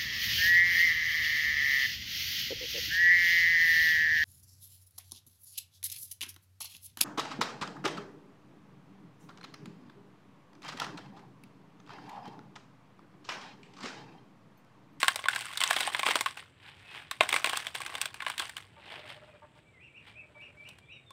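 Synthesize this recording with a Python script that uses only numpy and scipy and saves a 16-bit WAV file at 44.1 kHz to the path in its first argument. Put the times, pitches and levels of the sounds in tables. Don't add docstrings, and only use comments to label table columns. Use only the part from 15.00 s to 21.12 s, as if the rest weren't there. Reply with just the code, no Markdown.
import sys
import numpy as np
from scipy import signal
from scipy.fft import rfft, irfft
from scipy.io import wavfile
from scipy.ndimage import uniform_filter1d

SR = 44100
rng = np.random.default_rng(int(sys.argv[2]) if len(sys.argv) > 2 else 0)


def store_pcm(level_fs):
    pcm = np.round(np.clip(level_fs, -1, 1) * 32767).astype(np.int16)
    wavfile.write(sys.argv[1], SR, np.atleast_2d(pcm).T)


N = 269892
TIME = np.arange(N) / SR


def amp(db):
    return 10 ** (np.asarray(db) / 20)


def rms(x):
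    return np.sqrt(np.mean(x ** 2) + 1e-24)


def read(points, hz):
    f, value = np.transpose(points)
    return np.interp(np.log(hz + 1), np.log(f), value)


def add(mix, start_s, sound):
    part = mix[max(round(start_s * SR), 0):][:len(sound)]
    part += sound[:len(part)]


def band(x, lo_hz, hi_hz, order=3):
    sos = signal.butter(order, [lo_hz, min(hi_hz, SR / 2 - 1)], "band", fs=SR, output="sos")
    return signal.sosfilt(sos, x)


def registers(x):
    return band(x, 200, 900), band(x, 900, 4500), band(x, 4500, 17000)


def evened(x, size):
    return x / np.sqrt(abs(uniform_filter1d(x ** 2, size=size)) + 1e-12)


def bump(hz, centre_hz, width_hz):
    return 1 / (1 + (2 * (hz - centre_hz) / width_hz) ** 2)


# pitch_hz [Hz], width_hz [Hz], lift_db [dB over the soil at full pot share]
POT_MODES = [(680, 70, -2), (1085, 110, 9), (1586, 350, 7), (2085, 71, 6)]


def grain(spectrum, ring_hz, ring_db, width_hz, pot_share, size=2048):
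    hz = abs(np.fft.fftfreq(size, 1 / SR))
    db = read(spectrum, hz) + ring_db * bump(hz, ring_hz, width_hz)
    db = db + pot_share * sum(lift_db * bump(hz, f, width) for f, width, lift_db in POT_MODES)
    response = np.exp(np.conj(signal.hilbert(np.log(amp(db)))))
    return np.fft.ifft(response).real[:size // 2]


def grit(spectrum, per_s, spread_db, ring_db, pot_share, count=18):
    out = np.zeros(N)
    for ring_hz in np.geomspace(800, 12000, count):
        clicks = np.zeros(N)
        at = np.flatnonzero(rng.random(N) < per_s / count / SR)
        sizes_db = spread_db * np.minimum(rng.exponential(1, len(at)), 3.5)
        clicks[at] = rng.choice([-1, 1], len(at)) * amp(sizes_db)
        slip = rng.standard_normal(256) * np.exp(-np.arange(256) / SR / .001)
        sound = np.convolve(slip, grain(spectrum, ring_hz, ring_db, ring_hz / 3, pot_share))
        out += signal.oaconvolve(clicks, sound)[:N]
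    return out / np.sqrt(abs(uniform_filter1d(band(out, 900, 4500) ** 2, size=1500)) + 1e-12)


# start_s [s, full level reached], held_s [s], level_db [dB], fizz_db, thud_db [dB against level]
DIGS = [(0.0, .003, -36, -0.5, -8), (0.05, .07, -41.5, -3, -2), (0.17, 0.059, -49.5, -2.5, 0),
        (0.295, .13, -41, -2, -4), (0.45, 0.14, -44, -5, -6), (0.606, .13, -34.5, -4, -6),
        (0.76, 0.1093, -34, -4, -1.5), (0.919, 0.1, -41.5, -4, -2.5), (1.055, 0.061, -30.5, -6, -0.5),
        (1.157, 0.021, -38, -2, -1), (1.265, .02, -42.5, -4, -3), (1.371, .025, -47, -8, -4),
        (2.114, .012, -47.5, -4.5, -5.5), (2.209, 0.026, -37, -8.5, 3.5), (2.3, 0.078, -36.5, -4, 2),
        (2.45, 0.15, -39, -5.5, -1), (2.64, 0.036, -46.5, -2.5, 2), (2.748, 0.014, -41.5, -3, 0),
        (2.803, 0.18, -45.5, -6, 3), (3.008, 0.035, -42, -6, -2), (3.143, 0.032, -53.5, -6, -2),
        (3.203, .06, -48.5, -8, -4), (3.275, .025, -40, -7.5, -4), (3.393, .015, -34, -6.5, -1.5),
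        (3.48, .015, -53.5, -2, -2), (3.568, 0.015, -48, -4.5, -4)]
# middle_s [s], fade_s [s to fade 10 dB either side], level_db [dB], fizz_db, thud_db [dB against level]
BRUSHES = [(1.68, 0.06, -48, -15, -5), (1.81, .08, -57, -10, 0), (1.965, 0.075, -42.5, -13.5, -3),
           (3.63, 0.16, -65, -9, -1), (3.937, 0.0872, -42.5, -17, 2), (4.103, 0.0471, -43, -13, -2),
           (4.24, 0.2, -61.5, -13, 5.5), (4.58, .025, -59, -10.5, -2), (5.085, .04, -50.5, -14.5, -2.5),
           (5.43, .12, -64, -11, 2), (5.69, 0.1, -61, -7, -2)]


def effort(attack_s=.007, release_db_per_s=195, resting_db=-73.5, resting_fizz_db=-11):
    strokes = [(amp(resting_db) * np.ones(N), resting_fizz_db, 0)]
    for middle_s, fade_s, db, fizz_db, thud_db in BRUSHES:
        fade_db = 10 * np.minimum(abs(TIME - middle_s) / fade_s, 10)
        strokes.append((amp(db - fade_db), fizz_db, thud_db))
    light = sum(level ** 2 for level, _, _ in strokes)
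    for start_s, held_s, db, fizz_db, thud_db in DIGS:
        attack = np.clip(1 + (TIME - start_s) / attack_s, 0, 1)
        release_db = release_db_per_s * np.clip(TIME - start_s - held_s, 0, 1)
        strokes.append((attack * amp(db - release_db), fizz_db, thud_db))
    power = sum(level ** 2 for level, _, _ in strokes)
    fizz = sum((level * amp(fizz_db)) ** 2 for level, fizz_db, _ in strokes)
    thud = sum((level * amp(thud_db)) ** 2 for level, _, thud_db in strokes)
    return 10 * np.log10([power, fizz / power, thud / power]), 1 - light / power


# pitch_hz [Hz], level_db [dB]
SOIL = [(100, -26), (250, -19.5), (450, -13), (700, -2.5), (1300, -5), (2500, -1), (3500, -2),
        (4800, -13.5), (6600, -19), (8500, -11), (10500, -22.5), (12500, -26.5), (15300, -23), (16200, -40)]
# pitch_hz [Hz], level_db [dB]
CRUMBS = [(100, -21), (350, -4), (560, -6.5), (850, -1), (1250, -6), (1800, -1.5), (3100, 0), (4600, -10.5),
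          (6500, -21), (8400, -13), (11000, -22.5), (16000, -30.5)]


def crunch(crunch_db=-1.5, fizz_db=-2.0, low_db=0, coarse_share=0.58):
    (level_db, fizz, low), pushing = effort()
    firm = np.clip(coarse_share * pushing, 0, 1)
    coarse = grit(SOIL, per_s=330, spread_db=4.0, ring_db=12.5, pot_share=0.49)
    fine = grit(CRUMBS, per_s=2200, spread_db=4.0, ring_db=8, pot_share=0.13)
    thud, body, edge = registers(np.sqrt(firm) * coarse + np.sqrt(1 - firm) * fine)
    edge = evened(edge, 5000)
    mixed = amp(low + low_db) * thud + body + amp(fizz + fizz_db) * edge
    return amp(level_db + crunch_db) * mixed


def small_lumps(count=10, per_s=20, lump_db=1.5, spread_db=2, low_hz=1050, high_hz=3600,
                lump_thud_db=-8, lump_edge_db=-5):
    rows = []
    for start_s, held_s, db, fizz_db, thud_db in DIGS:
        places = rng.random((count, 2))
        colours = spread_db * (2 * rng.random((count, 3)) - 1)
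        for k, ((when, pitch), (strength, thud, edge)) in enumerate(zip(places, colours)):
            after_s = (k + when) / per_s
            if after_s < held_s:
                rows.append((start_s + after_s, db + lump_db + strength,
                             thud_db + lump_thud_db + 2 * thud,
                             fizz_db + lump_edge_db + 2 * edge,
                             low_hz * (high_hz / low_hz) ** pitch))
    return rows


# [Hz, own ring]
SNAPS = [(0.0301, -20.5, -7.5, -13, 1473), (0.044, -32, -11, -8.5, 1440), (0.0816, -17.5, -23.5, -10, 1528),
         (0.1588, -33.5, -5.5, -0.5, 2060), (0.191, -39, -3.5, -23, 1093), (0.2406, -35.5, -8.5, -18, 2270),
         (0.2564, -30, -7.5, -21.5, 1080), (0.2847, -19, -33.5, -16.5, 1554), (0.333, -33, -25, -26, 1640),
         (0.3604, -28, -21.5, -11, 1530), (0.5735, -37, -30, 5, 3800), (0.605, -30.5, -25.5, -2, 2970),
         (0.6146, -25, -19, -13, 2960), (0.6371, -24, -23.5, -3, 3740), (0.7085, -21.5, -4, -12, 1645),
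         (0.7645, -26.5, -6.5, -9, 3452), (0.807, -30, -8, -4.5, 3910), (0.8755, -33, 4.5, -31, 980),
         (0.9474, -25, -10, -20, 1080), (0.9939, -28.5, -7, -9.5, 2300), (1.0314, -26, -9, -17, 1120),
         (1.0643, -24, -6, -19, 2498), (1.0869, -27.5, -1, -13, 1300), (1.1079, -28.5, -8, -12, 3210),
         (1.156, -24, -1.5, -7.5, 996), (1.209, -27, -5, -4, 2110), (1.2605, -24, -14.5, -18, 1150),
         (1.372, -40.5, -10, -12, 2590), (2.1121, -32, -15.5, -6.5, 1205), (2.208, -16, -3, -19.5, 2135),
         (2.2906, -28.5, -19, -5.5, 2130), (2.3271, -23.5, -9.5, -11, 2380), (2.341, -24.5, -5, -11, 2140),
         (2.3627, -22.5, -14.5, -13.5, 2210), (2.4437, -22.5, -10.5, -12, 2170), (2.46, -32, -9, -4, 2600),
         (2.472, -30, -4, -14, 2250), (2.4956, -31, -8, -4, 3342), (2.532, -30, -3.5, -14, 1030),
         (2.5715, -31.5, -15, -1, 1226), (2.6683, -31.5, -14, -8.5, 3510),
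         (2.7522, -33.5, -9.5, -6.5, 3595), (2.804, -40.5, -0.5, -7.5, 1100), (2.817, -36, -12, -9.5, 2230),
         (2.863, -35.5, -22, -8, 1483), (2.9522, -33, -9.5, -8.5, 3630), (3.0146, -29.5, -25.5, 0.5, 2740),
         (3.0565, -33, -11, -4, 3270), (3.143, -41.5, -11.5, -7.5, 2580), (3.2042, -35, -22, -22, 2236),
         (3.222, -36, -15, -17, 1065), (3.2649, -28, -7.5, -21, 1065), (3.2999, -32.5, -13, -9.5, 1080),
         (3.3797, -35, -27, -4.5, 3660), (3.3957, -33.5, -14, -0.5, 3430), (3.495, -41, -31, -6, 2120),
         (3.5674, -36.5, -40, -7.5, 3100), (5.689, -60, 1, 7.5, 3000), (5.786, -55.5, -6, -7, 3390),
         (6.106, -54.5, 3, -5.5, 1047)]


def snaps(break_s=0.002, swell_s=.0005, crumble_s=.012, crumble_db=-20, first=1.95,
          ring_db=9, ring_q=4.5, thud_db=-1, body_db=0, edge_db=2.0, size=2600):
    out, t = np.zeros(N), np.arange(size) / SR
    head = t < .008
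    decay = np.exp(-t / break_s) + amp(crumble_db) * np.exp(-t / crumble_s)
    burst = (1 - np.exp(-t / swell_s)) * decay
    for start_s, db, thud, edge, ring_hz in SNAPS + small_lumps():
        chance, strength = rng.random(size), rng.standard_normal(size)
        fractures = strength * (chance < .35) * burst
        fractures[0] += first
        response = grain(SOIL, ring_hz, ring_db, width_hz=ring_hz / ring_q, pot_share=0.86)
        sound = signal.fftconvolve(fractures, response)[:size]
        for part, part_db in zip(registers(sound), (thud + thud_db, body_db, edge + edge_db)):
            add(out, start_s, amp(db + part_db) * part / rms(part[head]))
    return out


def echoes(x, t60, dull_hz, delay_s):
    t = np.arange(SR // 2) / SR
    sparse = rng.standard_normal(len(t)) * (rng.random(len(t)) < .1)
    taps = sparse * amp(-60 * t / t60) * (t > delay_s)
    dulling = signal.butter(1, min(dull_hz, SR / 2 - 1), fs=SR, output="sos")
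    taps = signal.sosfilt(dulling, taps / np.linalg.norm(taps))
    return signal.fftconvolve(x, taps)[:N]


# start_s [s], length_s [s], top_hz [Hz], level_db [dB rms before the mix in birds()]
CHIRPS = [(4.796, .1, 2785, -58), (4.939, .078, 2810, -55.5), (5.151, 0.079, 2640, -52.5),
          (5.391, .09, 2830, -53.5), (5.637, .08, 2860, -54.5), (5.883, .099, 2840, -53.5)]
# start_s [s], length_s [s], start_hz [Hz], close_hz [Hz], level_db [dB rms before the mix in birds()]
WHISTLES = [(1.83, 0.16, 2640, 2454, -60), (4.28, 0.0902, 2600, 2330, -68.5),
            (4.653, 0.038, 2270, 2336, -69.5), (4.731, .08, 2223, 1920, -65),
            (5.073, 0.0495, 2377, 2330, -63), (5.346, 0.059, 2315, 2290, -57),
            (5.568, 0.08, 2266, 2350, -54.5), (5.812, 0.0423, 2340, 2360, -64.5),
            (5.825, 0.078, 3170, 3600, -73), (5.903, 0.107, 3910, 3680, -66),
            (6.061, .075, 3670, 3450, -61.5)]


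def bird_notes(chirp_start_hz=2240, chirp_close_hz=2153, settled=.75):
    arches = [(start_s, length_s, chirp_start_hz, top_hz, chirp_close_hz, db)
              for start_s, length_s, top_hz, db in CHIRPS]
    glides = [(start_s, length_s, a_hz, a_hz + settled * (b_hz - a_hz), b_hz, db)
              for start_s, length_s, a_hz, b_hz, db in WHISTLES]
    return arches + glides


def birds(waver=0.02, apex=0.48, lift_hz=70, overtone_db=-44, octave_db=27,
          direct_db=-1.3, echo_db=-2.0, fade_db=-4):
    out = np.zeros(N)
    for start_s, length_s, start_hz, middle_hz, close_hz, db in bird_notes():
        u = np.linspace(0, 1, round(length_s * SR))
        flutter = uniform_filter1d(rng.standard_normal(len(u)), size=90)
        tune = np.interp(u, [0, apex, 1], [start_hz, middle_hz, close_hz])
        tune = uniform_filter1d(tune, size=600, mode="nearest")
        sweep = np.ptp(tune) / 500
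        tune = tune + lift_hz * sweep * np.sin(np.pi * u) ** 2
        wavering = tune * (1 + waver * sweep * flutter / rms(flutter))
        phase = 2 * np.pi * np.cumsum(wavering) / SR
        octave = amp(overtone_db + octave_db * bump(tune, 2930, 280))
        envelope = np.sqrt(u * (1 - u)) * amp(fade_db * u ** 2)
        note = (np.sin(phase) + octave * np.sin(2 * phase)) * envelope
        add(out, start_s, amp(db) * note / rms(note))
    blur = echoes(out, t60=0.21, dull_hz=7080, delay_s=0.017)
    return amp(direct_db) * out + amp(echo_db) * blur


# start_s [s], length_s [s], gap_s [s between pulses], level_db [dB before spread and trim]
PUTTER_RUNS = [(3.972, .39, .0595, -51.5), (5.157, .54, .0635, -61)]
# start_s [s], level_db [dB before the trim in putter()]
KNOCKS = [(3.766, -52), (4.419, -49), (4.553, -57), (5.35, -55.5)]


def putts(uneven_db=1.5, with_knock_db=-2):
    runs = [(start_s + after_s, db + uneven_db * rng.uniform(-1, 1))
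            for start_s, length_s, gap_s, db in PUTTER_RUNS
            for after_s in np.arange(0, length_s, gap_s)]
    return runs + [(start_s, db + with_knock_db) for start_s, db in KNOCKS]


# pitch_hz [Hz], level_db [dB], t60_s [s to decay 60 dB]
KNOCK_MODES = [(907, -0.5, 0.22), (1176, -4.5, 0.162)]


def putter(pulse_hz=606, pulse_s=0.046, putt_db=-1.5, rasp_db=-6.0, knock_db=-1.0, echo_db=-13):
    out, t = np.zeros(N), np.arange(round(pulse_s * SR)) / SR
    for start_s, db in putts():
        rasp = band(rng.standard_normal(len(t)), 400, 1840, order=4)
        tone = np.sin(2 * np.pi * pulse_hz * rng.uniform(0.94, 1.015) * t)
        pulse = tone + amp(rasp_db) * rasp / rms(rasp)
        add(out, start_s, amp(db + putt_db) * pulse * np.sin(np.pi * t / pulse_s))
    t = np.arange(SR // 4) / SR
    modes = sum(amp(db - 60 * t / t60_s) * np.sin(2 * np.pi * hz * t) for hz, db, t60_s in KNOCK_MODES)
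    ring = modes * (1 - np.exp(-t / 0.0018))
    for start_s, db in KNOCKS:
        add(out, start_s, amp(db + knock_db) * ring)
    return out + amp(echo_db) * echoes(out, t60=0.3, dull_hz=4020, delay_s=.012)


# pitch_hz [Hz], level_db [relative dB per Hz]
YARD = [(22, -34.5), (50, -9), (95, 3.5), (130, 3.5), (210, -6.5), (500, -10.5), (900, -17), (1700, -19.5),
        (3100, -23), (5000, -41), (6900, -37.5), (7700, -28), (8700, -33.5), (9900, -45), (16000, -51.5)]


def yard(level_db=-62, swell_db=-0.94):
    shape = amp(read(YARD, np.fft.rfftfreq(N, 1 / SR)))
    air = irfft(rfft(rng.standard_normal(N)) * shape, N)
    rumble = signal.sosfiltfilt(signal.butter(2, 250, fs=SR, output="sos"), air)
    moments = np.arange(0, 7, .13)
    swell = amp(swell_db * np.interp(TIME, moments, rng.standard_normal(len(moments))))
    return amp(level_db) * (air + (swell - 1) * rumble) / rms(air)


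def scene(echo_db=-14):
    soil = snaps() + crunch()
    near_echoes = amp(echo_db) * echoes(soil, t60=0.16, dull_hz=4500, delay_s=0.004)
    return (soil + near_echoes + birds() + putter() + yard())[None]


def record(dry, edge_hz=16000):
    lowpass = signal.firwin(255, edge_hz, window=("kaiser", 9), fs=SR)
    return signal.oaconvolve(dry, lowpass[None], "same")


dry = scene()
out = record(dry)
store_pcm(out)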